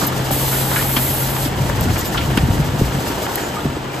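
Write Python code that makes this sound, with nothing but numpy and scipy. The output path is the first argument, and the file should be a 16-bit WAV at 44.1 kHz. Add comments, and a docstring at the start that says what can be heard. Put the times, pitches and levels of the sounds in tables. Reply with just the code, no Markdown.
"""Along a cartoning machine

A stereo microphone pair moves along the conveyor. Chains and cams rattle in a steel housing over
a motor hum, and cartons scrape along their guides. Levers clack, rods and links clink, guides
squeak and tick, and dull thumps pass through the frame. An air valve hisses for about a second."""
import sys
import numpy as np
from scipy import signal
from scipy.fft import rfft, irfft
from scipy.io import wavfile

SR = 44100
rng = np.random.default_rng(int(sys.argv[2]) if len(sys.argv) > 2 else 0)


def wrap_up_sound(samples):
    """Save the sound to the file named by the first command line argument, as 16-bit audio."""
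    columns = np.atleast_2d(samples).T
    # keep every value between -1 and 1, then stretch to whole-number steps
    tamed = np.clip(columns, -1, 1)
    steps = np.round(tamed * 32767).astype(np.int16)
    wavfile.write(sys.argv[1], SR, steps)


N = 176400
T = np.arange(N) / SR
HZ = np.fft.rfftfreq(N, 1 / SR)


def amp(db):
    """Decibels to gain."""
    return 10 ** (np.asarray(db) / 20)


def unit(x):
    """Scales to rms 1."""
    return x / np.sqrt(np.mean(x ** 2) + 1e-20)


def spectrum(points):
    """A curve over log frequency, read at every bin."""
    hz, value = np.transpose(points)
    return np.interp(np.log(HZ + 1), np.log(hz), value)


def level(points):
    """A dB curve over time, as gain."""
    return amp(np.interp(T, *np.transpose(points)))


def add(mix, start_s, sound):
    """Mixes a sound in at a time."""
    part = mix[..., max(round(start_s * SR), 0):][..., :sound.shape[-1]]
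    part += sound[..., :part.shape[-1]]


def peak(hz, width_hz):
    """Gain of a resonance at every bin."""
    return 1 / (1 + ((HZ - hz) / width_hz * 1.3) ** 2)


def wander(size, span):
    """A smooth random curve of rms 1 that changes over about span steps."""
    smoothing = np.exp(-(np.fft.rfftfreq(size) * span) ** 2)
    return unit(irfft(rfft(rng.standard_normal(size)) * smoothing, size))


def rise_and_decay(t, rise_s, decay_s):
    """Envelope of a blow: a straight rise, then an exponential fall."""
    return np.minimum(t / rise_s, 1) * np.exp(-np.maximum(t - rise_s, 0) / decay_s)


# How alike the two microphones sound: (frequency [Hz], coherence [0..1])
MIC_COHERENCE = [(60, .97), (140, .92), (290, .89), (640, .62), (1250, .35), (1600, .5), (1850, .75),
                 (2500, .52), (4500, .5), (5400, .3), (6600, .72), (8600, .7), (9900, .99), (11300, .82),
                 (12900, .97), (14200, .72)]
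# How far the left microphone leads: (frequency [Hz], phase [rad])
MIC_LEAD = [(20, 0), (1000, 0), (1550, -1.9), (1800, .2), (3200, 1), (4800, .3), (5600, -1.5), (6500, 0),
            (7450, -.3), (8700, -1.9), (9400, -2.9), (10200, -3.3), (12500, -6.15), (13400, -6.5),
            (15300, -9.2)]
# Lean to the left microphone: (frequency [Hz], left boost and right cut [dB])
MIC_BALANCE = [(50, 0), (130, 0.8), (500, 0.5), (1000, 0.3), (2000, 0.6), (5000, 0)]

def microphones(pair, colour):
    """Colours two unrelated signals and blends them into what the left and right microphones hear."""
    first, second = rfft(pair) * unit(colour)
    coherence = spectrum(MIC_COHERENCE)
    mid = first * np.sqrt((1 + coherence) / 2)
    side = second * np.sqrt((1 - coherence) / 2)
    lean = np.exp(.5j * spectrum(MIC_LEAD)) * amp(spectrum(MIC_BALANCE))
    return irfft([(mid + side) * lean, (mid - side) / lean], N)


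def noise(colour):
    """Coloured noise of rms 1 at the microphone pair."""
    return unit(microphones(rng.standard_normal((2, N)), colour))


# Low end of the frame: (frequency [Hz], level [dB])
RUMBLE_SPECTRUM = [(15, -40), (30, -21), (45, -1), (90, 1.5), (170, -3.5), (270, -9), (450, -20),
                   (1200, -89)]
# Rumble at the microphones: (time [s], level [dB])
RUMBLE_LEVEL = [(0, -27.5), (1.4, -27.5), (1.65, -22), (1.88, -18.5), (2.05, -25), (2.45, -18.5),
                (2.88, -24.5), (3.05, -25.5), (3.4, -38), (3.7, -29), (4, -38)]

def frame_rumble():
    """The frame rumbles under everything, swelling midway."""
    return noise(amp(spectrum(RUMBLE_SPECTRUM))) * level(RUMBLE_LEVEL)


# Tones of the drive: (frequency [Hz], relative level [dB], width [Hz])
DRIVE_TONES = [(933, -40, 5), (7970, -51, 35)]
# Nearness of the drive to the microphones: (time [s], gain [dB])
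DRIVE_NEARNESS = [(0, -13), (1.5, 2), (2.1, -1.5), (3.3, 3), (4, -2.5)]

def drive_whine():
    """The drive whines in narrow bands of steady pitch, louder at close range."""
    tones = sum(amp(db) * noise(peak(hz, width)) for hz, db, width in DRIVE_TONES)
    return tones * level(DRIVE_NEARNESS)


# Motor as heard along the conveyor: (time [s], level [dB])
HUM_LEVEL = [(0, -27.5), (.5, -23.5), (1.3, -24.5), (1.8, -28.5), (2.1, -33.5), (2.95, -24), (3.1, -40.5),
             (4, -32)]

def motor_hum(hz=132.5, drift=.0028, waver_db=1.5):
    """The motor hums on one wavering tone, slightly louder at the left microphone."""
    turns = np.cumsum(hz * (1 + drift * wander(N, .15 * SR))) / SR
    waver = amp(waver_db * wander(N, .09 * SR))
    hum = np.sqrt(2) * np.sin(2 * np.pi * turns) * level(HUM_LEVEL) * waver
    return hum * amp([[1], [-1]])


# Scrape on the conveyor guides: (frequency [Hz], level [dB])
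SLIDE_SPECTRUM = [(600, -7.5), (2000, -8), (3500, 0), (5500, -0.5), (7000, -1), (8000, 0.5), (9500, -2),
                  (11500, 0), (12800, -2), (15500, -7.5)]
# Scrape at the microphones: (time [s], level [dB])
SLIDE_LEVEL = [(0, -21), (.04, -21.5), (.11, -32.5), (.29, -31.5), (1.43, -32), (1.54, -39.5), (1.62, -31),
               (1.71, -34), (2.0, -29), (2.36, -33.5), (2.49, -37), (2.54, -31), (2.77, -39.5), (2.8, -30),
               (2.96, -34), (3.06, -30.5), (3.18, -35), (3.27, -30), (3.48, -34), (3.6, -38), (3.89, -47),
               (4, -35.5)]

def sliding_cartons(flutter_db=2.13, ripple_db=1.4):
    """Chain and cartons scrape unevenly along their guides."""
    colour = amp(spectrum(SLIDE_SPECTRUM) + ripple_db * wander(len(HZ), 200 * N / SR))
    return noise(colour) * level(SLIDE_LEVEL) * amp(flutter_db * wander(N, .038 * SR))


# Chains and cams: (frequency [Hz], level [dB])
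GEAR_SPECTRUM = [(30, -28), (100, -8.5), (250, -1.5), (370, -1.5), (500, -3.5), (850, -4), (1100, -9),
                 (1550, -9.5), (1900, -12), (2400, -15), (3200, -17), (4200, -19.5), (7000, -25.5),
                 (15000, -39)]
# Running gear as the microphones pass along it: (time [s], level [dB])
GEAR_LEVEL = [(0, -22.5), (.8, -24.5), (1.35, -24), (1.54, -25), (1.75, -23.5), (2.3, -24.5), (2.6, -25),
              (3.0, -24.5), (3.4, -23.5), (3.55, -25), (3.75, -27), (4, -26)]
# Resonances of the steel housing around it: (frequency [Hz], width [Hz], lift [dB])
HOUSING_MODES = [(269, 31, 4.5), (370, 100, 2), (574, 69, 1), (823, 134, 2), (1180, 42, 1),
                 (1520, 340, 1.5), (2980, 310, 4), (3280, 70, 1.5)]

def running_gear(knocks_per_s=260, spread_db=3.5, knock_decay_s=.0019, knock_share=.24):
    """Many small knocks of links and cams over a wash, coloured by the housing."""
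    hits = rng.random(N) < knocks_per_s / SR
    strength = np.minimum(rng.exponential(1, N), 3)
    knocks = hits * amp(spread_db * strength) ** 2
    power = signal.lfilter([1], [1, -np.exp(-1 / (knock_decay_s * SR))], knocks)
    rattle = rng.standard_normal((2, N)) * np.sqrt(1 - knock_share + knock_share * power / power.mean())
    housing_db = sum(db * peak(hz, width) for hz, width, db in HOUSING_MODES)
    fine_modes_db = wander(len(HZ), 14 * N / SR)  # 1 dB ripples, about 14 Hz wide
    colour = amp(spectrum(GEAR_SPECTRUM) + housing_db + fine_modes_db)
    return microphones(rattle, colour) * level(GEAR_LEVEL)


def loose_links(per_s=105, low_hz=550, high_hz=4200, decay_s=.014, spread_db=9, against_gear_db=-12):
    """Loose links and pins jingle at random in the running gear, each at its own pitch."""
    out, t = np.zeros((2, N)), T[:4096]
    for when, pitch, strength, length, place in rng.random((round(per_s * N / SR), 5)):
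        hz = low_hz + pitch * (high_hz - low_hz)
        ring = np.exp(-t / (decay_s * (.5 + length))) * np.sin(2 * np.pi * hz * t)
        angle = 2 * np.pi * place
        mid_side = np.outer([np.cos(angle), np.sin(angle)], ring)
        add(out, when * N / SR, amp(spread_db * strength) * mid_side)
    jingle = unit(microphones(out, amp(spectrum(GEAR_SPECTRUM))))
    return jingle * level(GEAR_LEVEL) * amp(against_gear_db)


# Rubs on the guides: (time [s], length [s], level [dB], pitch [Hz], scrape against squeal [dB])
GUIDE_RUBS = [(0.063, 0.022, -19.5, 12900, -1), (0.063, 0.018, -25, 12230, -6),
              (1.978, .026, -32, 12830, 5), (1.976, 0.022, -38, 7920, 0), (2.004, 0.015, -35, 7000, 3),
              (2.043, .055, -32, 12710, 0), (2.008, .095, -40, 5250, -14), (2.055, 0.06, -36, 7020, -6),
              (3.387, 0.11, -34.5, 7020, -6)]

def guide_squeaks(pitch_waver=.0055, scrape_width=.25):
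    """Each brief rub gives a thin wavering squeal inside a wider scrape."""
    out = np.zeros((2, N))
    for start, length, db, hz, scrape_db in GUIDE_RUBS:
        t = np.arange(0, length, 1 / SR)
        turns = np.cumsum(hz * (1 + pitch_waver * wander(len(t), .0054 * SR))) / SR
        scrape = amp(scrape_db) * noise(peak(hz, scrape_width * hz))[:, :len(t)]
        swell = amp(db) * np.sin(np.pi * t / length)
        add(out, start, swell * (np.sin(2 * np.pi * turns) + scrape))
    return out


# Contacts on the guides: (time [s], level [dB], centre [Hz])
GUIDE_CONTACTS = [(1.81, -13, 13000), (1.812, -29, 13000), (2.374, -16, 11100), (2.542, -29, 14000),
                  (3.231, -19, 14000), (3.3567, -6, 12500), (3.3585, -21, 13500)]

def guide_ticks(decay_s=.0012, width_hz=3800, tail_s=.005, tail_db=-30):
    """Tiny hard contacts give very bright ticks with a faint tail."""
    out, t = np.zeros((2, N)), T[:2048]
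    envelope = np.exp(-t / decay_s) + amp(tail_db) * np.exp(-t / tail_s)
    for start, db, hz in GUIDE_CONTACTS:
        add(out, start, amp(db) * envelope * noise(peak(hz, width_hz))[:, :len(t)])
    return out


# Dull blows on the frame: (time [s], level [dB], settled pitch [Hz], decay [s])
FRAME_BLOWS = [(0.02, -15, 184, 0.0096), (0.2, -15, 109, 0.0089), (0.966, -12.5, 240, 0.014),
               (1.457, -11.5, 253, 0.0052), (1.6, -12.5, 132, 0.033), (1.812, -7, 125, 0.0051),
               (1.856, -11.5, 250, 0.015), (1.872, -10, 92, 0.015), (1.895, -9, 89, 0.011),
               (2.214, -11.5, 94, 0.01), (2.278, -12.5, 137.6, 0.03), (2.375, -3.5, 224, 0.0019),
               (2.433, -5, 118, 0.012), (2.485, -11.5, 226, 0.0062), (2.501, -3, 90.5, 0.0056),
               (2.531, -16.5, 226, 0.0055), (2.58, -12, 70, 0.012), (2.595, -6, 146, 0.015),
               (2.732, -17, 149, 0.025), (2.811, -6.5, 330, 0.0012), (2.8173, 0.5, 101, 0.0027),
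               (2.838, -10.5, 60, .032), (2.947, -11.5, 133, 0.023), (2.984, -12.5, 153, 0.008),
               (3.099, -12, 250, 0.0032), (3.644, -19, 385, 0.015), (3.652, -11, 234, 0.0087),
               (3.654, -11.5, 143, 0.019), (3.767, -14, 320, 0.0054)]

def frame_thumps(rise_s=.0044, sag_s=.0022):
    """The frame gives heavily damped low rings whose pitch sags an octave just after the blow."""
    out, t = np.zeros(N), T[:10000]
    for start, db, hz, decay in FRAME_BLOWS:
        turns = hz * (t + sag_s * (1 - np.exp(-t / sag_s)))
        add(out, start, -amp(db) * rise_and_decay(t, rise_s, decay) * np.sin(2 * np.pi * turns))
    return out * amp([[.3], [-.3]])  # a touch left of centre


# Rods, centred between the microphones: (time [s], level [dB], pitch [Hz], decay [s])
ROD_STRIKES = [(.016, -25, 1192, 0.02), (.762, -20, 1480, 0.022), (.764, -17, 1660, .012),
               (.765, -21, 2250, 0.011), (1.366, -29, 1042, 0.019), (2.179, -23, 1376, 0.025),
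               (2.18, -23, 3400, 0.011), (3.381, -31, 1790, 0.031), (3.567, -20.5, 1235, 0.022)]

def rod_clinks(overtone_ratio=1.4, overtone_db=-16):
    """Struck steel rods ring briefly with one tone and a weaker overtone."""
    out, t = np.zeros(N), T[:10000]
    for start, db, hz, decay in ROD_STRIKES:
        phase = 2 * np.pi * hz * t
        ring = np.sin(phase) + amp(overtone_db) * np.sin(overtone_ratio * phase)
        add(out, start, amp(db) * np.exp(-t / decay) * ring)
    return out


# Resonances of the levers: (frequency [Hz], width [Hz], relative level [dB])
LEVER_MODES = [(284, 82, -9), (590, 180, 8.5), (900, 430, 8.5), (1426, 230, 8.5), (1770, 150, 0),
               (2300, 430, 7), (3180, 560, 9.5), (4920, 1300, 3.5), (11000, 5500, -15)]
# Levers and folders landing along the line:
# (time [s], level [dB], rise [s], decay [s], centre [Hz], spread [octaves], strike lift [dB])
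LEVER_LANDINGS = [(.012, -20.5, .0032, 0.031, 1290, .41, 4), (.3068, -17, 0.00097, 0.0094, 715, .5, 11),
                  (.522, -25, .002, 0.061, 1390, .79, 9), (.713, -19.5, 0.0027, 0.04, 1010, 0.75, 3),
                  (.759, -16, .004, .012, 1760, 0.48, 11), (.792, -22.5, 0.0019, 0.011, 1750, 0.21, 8),
                  (.809, -21, 0.0013, 0.0088, 1800, 0.82, 6), (.824, -20.5, 0.0016, 0.006, 1510, 2.1, 4),
                  (0.893, -22, 0.0021, 0.0089, 1510, .35, 3), (0.9608, -13, 0.0066, 0.013, 1190, 2.8, 2),
                  (1.364, -20.5, 0.00088, 0.0066, 1200, 0.83, 2), (1.44, -24.5, 0.012, .018, 6000, 1.5, 3),
                  (1.6982, -13.5, 0.00058, 0.002, 1000, .52, 5),
                  (1.957, -21.5, 0.0049, 0.015, 1200, 0.94, 9), (2.143, -19, 0.0036, 0.024, 1120, 0.45, 8),
                  (2.172, -20, 0.0076, 0.018, 3200, 0.55, -1), (2.208, -26, .002, 0.022, 2400, 0.69, 6),
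                  (2.3, -26, .004, 0.03, 1500, .8, 1), (2.372, -14, 0.0039, 0.0092, 2040, 1.5, 13.5),
                  (3.065, -24, 0.0015, 0.019, 1000, 1, 6), (3.225, -23, 0.0017, .012, 750, 0.63, 11),
                  (3.264, -22.5, 0.0022, 0.011, 1000, .8, 8), (3.374, -25.5, .007, .016, 1810, 0.33, 1)]

def lever_clacks(chatter_db=1.0):
    """Each lever lands with one hard strike inside a chatter of contacts; both ring its short modes."""
    out, t = np.zeros((2, N)), T[:8192]
    modes = sum(amp(db) * peak(hz, width) for hz, width, db in LEVER_MODES)
    for start, db, rise, decay, centre, spread, strike_db in LEVER_LANDINGS:
        focus = 1 / (1 + (np.log2((HZ + 1) / centre) / spread) ** 2)  # the band this landing excites
        flutter = unit(amp(-chatter_db * wander(len(t), .00059 * SR)))
        chatter = flutter * noise(modes * focus)[:, :len(t)]
        add(out, start, amp(db) * rise_and_decay(t, rise, decay) * chatter)
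        ring = np.zeros(len(t))
        for hz, width, mode_db in LEVER_MODES:
            gain = amp(mode_db) * np.interp(hz, HZ, focus)
            ring += gain * np.exp(-np.pi * width * t) * np.sin(2 * np.pi * hz * t)
        add(out, start + rise, amp(db + strike_db) * ring / abs(ring).max())
    return out


# Compressed air leaving the valve: (frequency [Hz], level [dB])
JET_SPECTRUM = [(500, 1.5), (1500, -4.5), (3200, 4.5), (5500, 0.5), (7000, 3), (8200, 8.5), (9300, 3.5),
                (10800, 11.5), (12500, 10), (15500, 5.5)]
# Jet at the microphones, from opening to shutting: (time [s], level [dB])
JET_LEVEL = [(.302, -44), (.315, -18), (.45, -22), (.57, -20), (.69, -23), (.77, -19.5), (.87, -24),
             (.97, -21.5), (1.15, -23), (1.36, -26.5), (1.46, -24), (1.5, -38)]
# Top treble of the jet: (time [s], lift [dB])
JET_TREBLE = [(.3, 0), (.55, 0.5), (.75, -2), (.87, 2.5), (1.15, 3), (1.3, 1), (1.46, -1)]

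def air_valve(flutter_db=.7, ripple_db=.3, treble_hz=9800):
    """A valve snaps open and a jet hisses until it shuts, brightest in its second half."""
    jet = noise(amp(spectrum(JET_SPECTRUM) + ripple_db * wander(len(HZ), 300 * N / SR)))
    treble = irfft(rfft(jet) / (1 + (treble_hz / (HZ + 1)) ** 20), N)
    hiss = jet + treble * (level(JET_TREBLE) - 1)
    is_open = (T > JET_LEVEL[0][0]) & (T < JET_LEVEL[-1][0])
    flutter = amp(flutter_db * wander(N, .042 * SR))
    return hiss * level(JET_LEVEL) * is_open * flutter


def scene():
    """The whole machine, heard from beside the conveyor."""
    bed = running_gear() + loose_links() + motor_hum() + drive_whine() + frame_rumble()
    bed += sliding_cartons()
    events = air_valve() + lever_clacks() + rod_clinks() + frame_thumps()
    return bed + events + guide_ticks() + guide_squeaks()


def record(dry):
    """The recorder passes sound up to 15450 Hz."""
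    lowpass = signal.firwin(401, 15450, window=("kaiser", 9), fs=SR)
    return signal.oaconvolve(dry, lowpass[None], "same")


dry = scene()
out = record(dry)
wrap_up_sound(out)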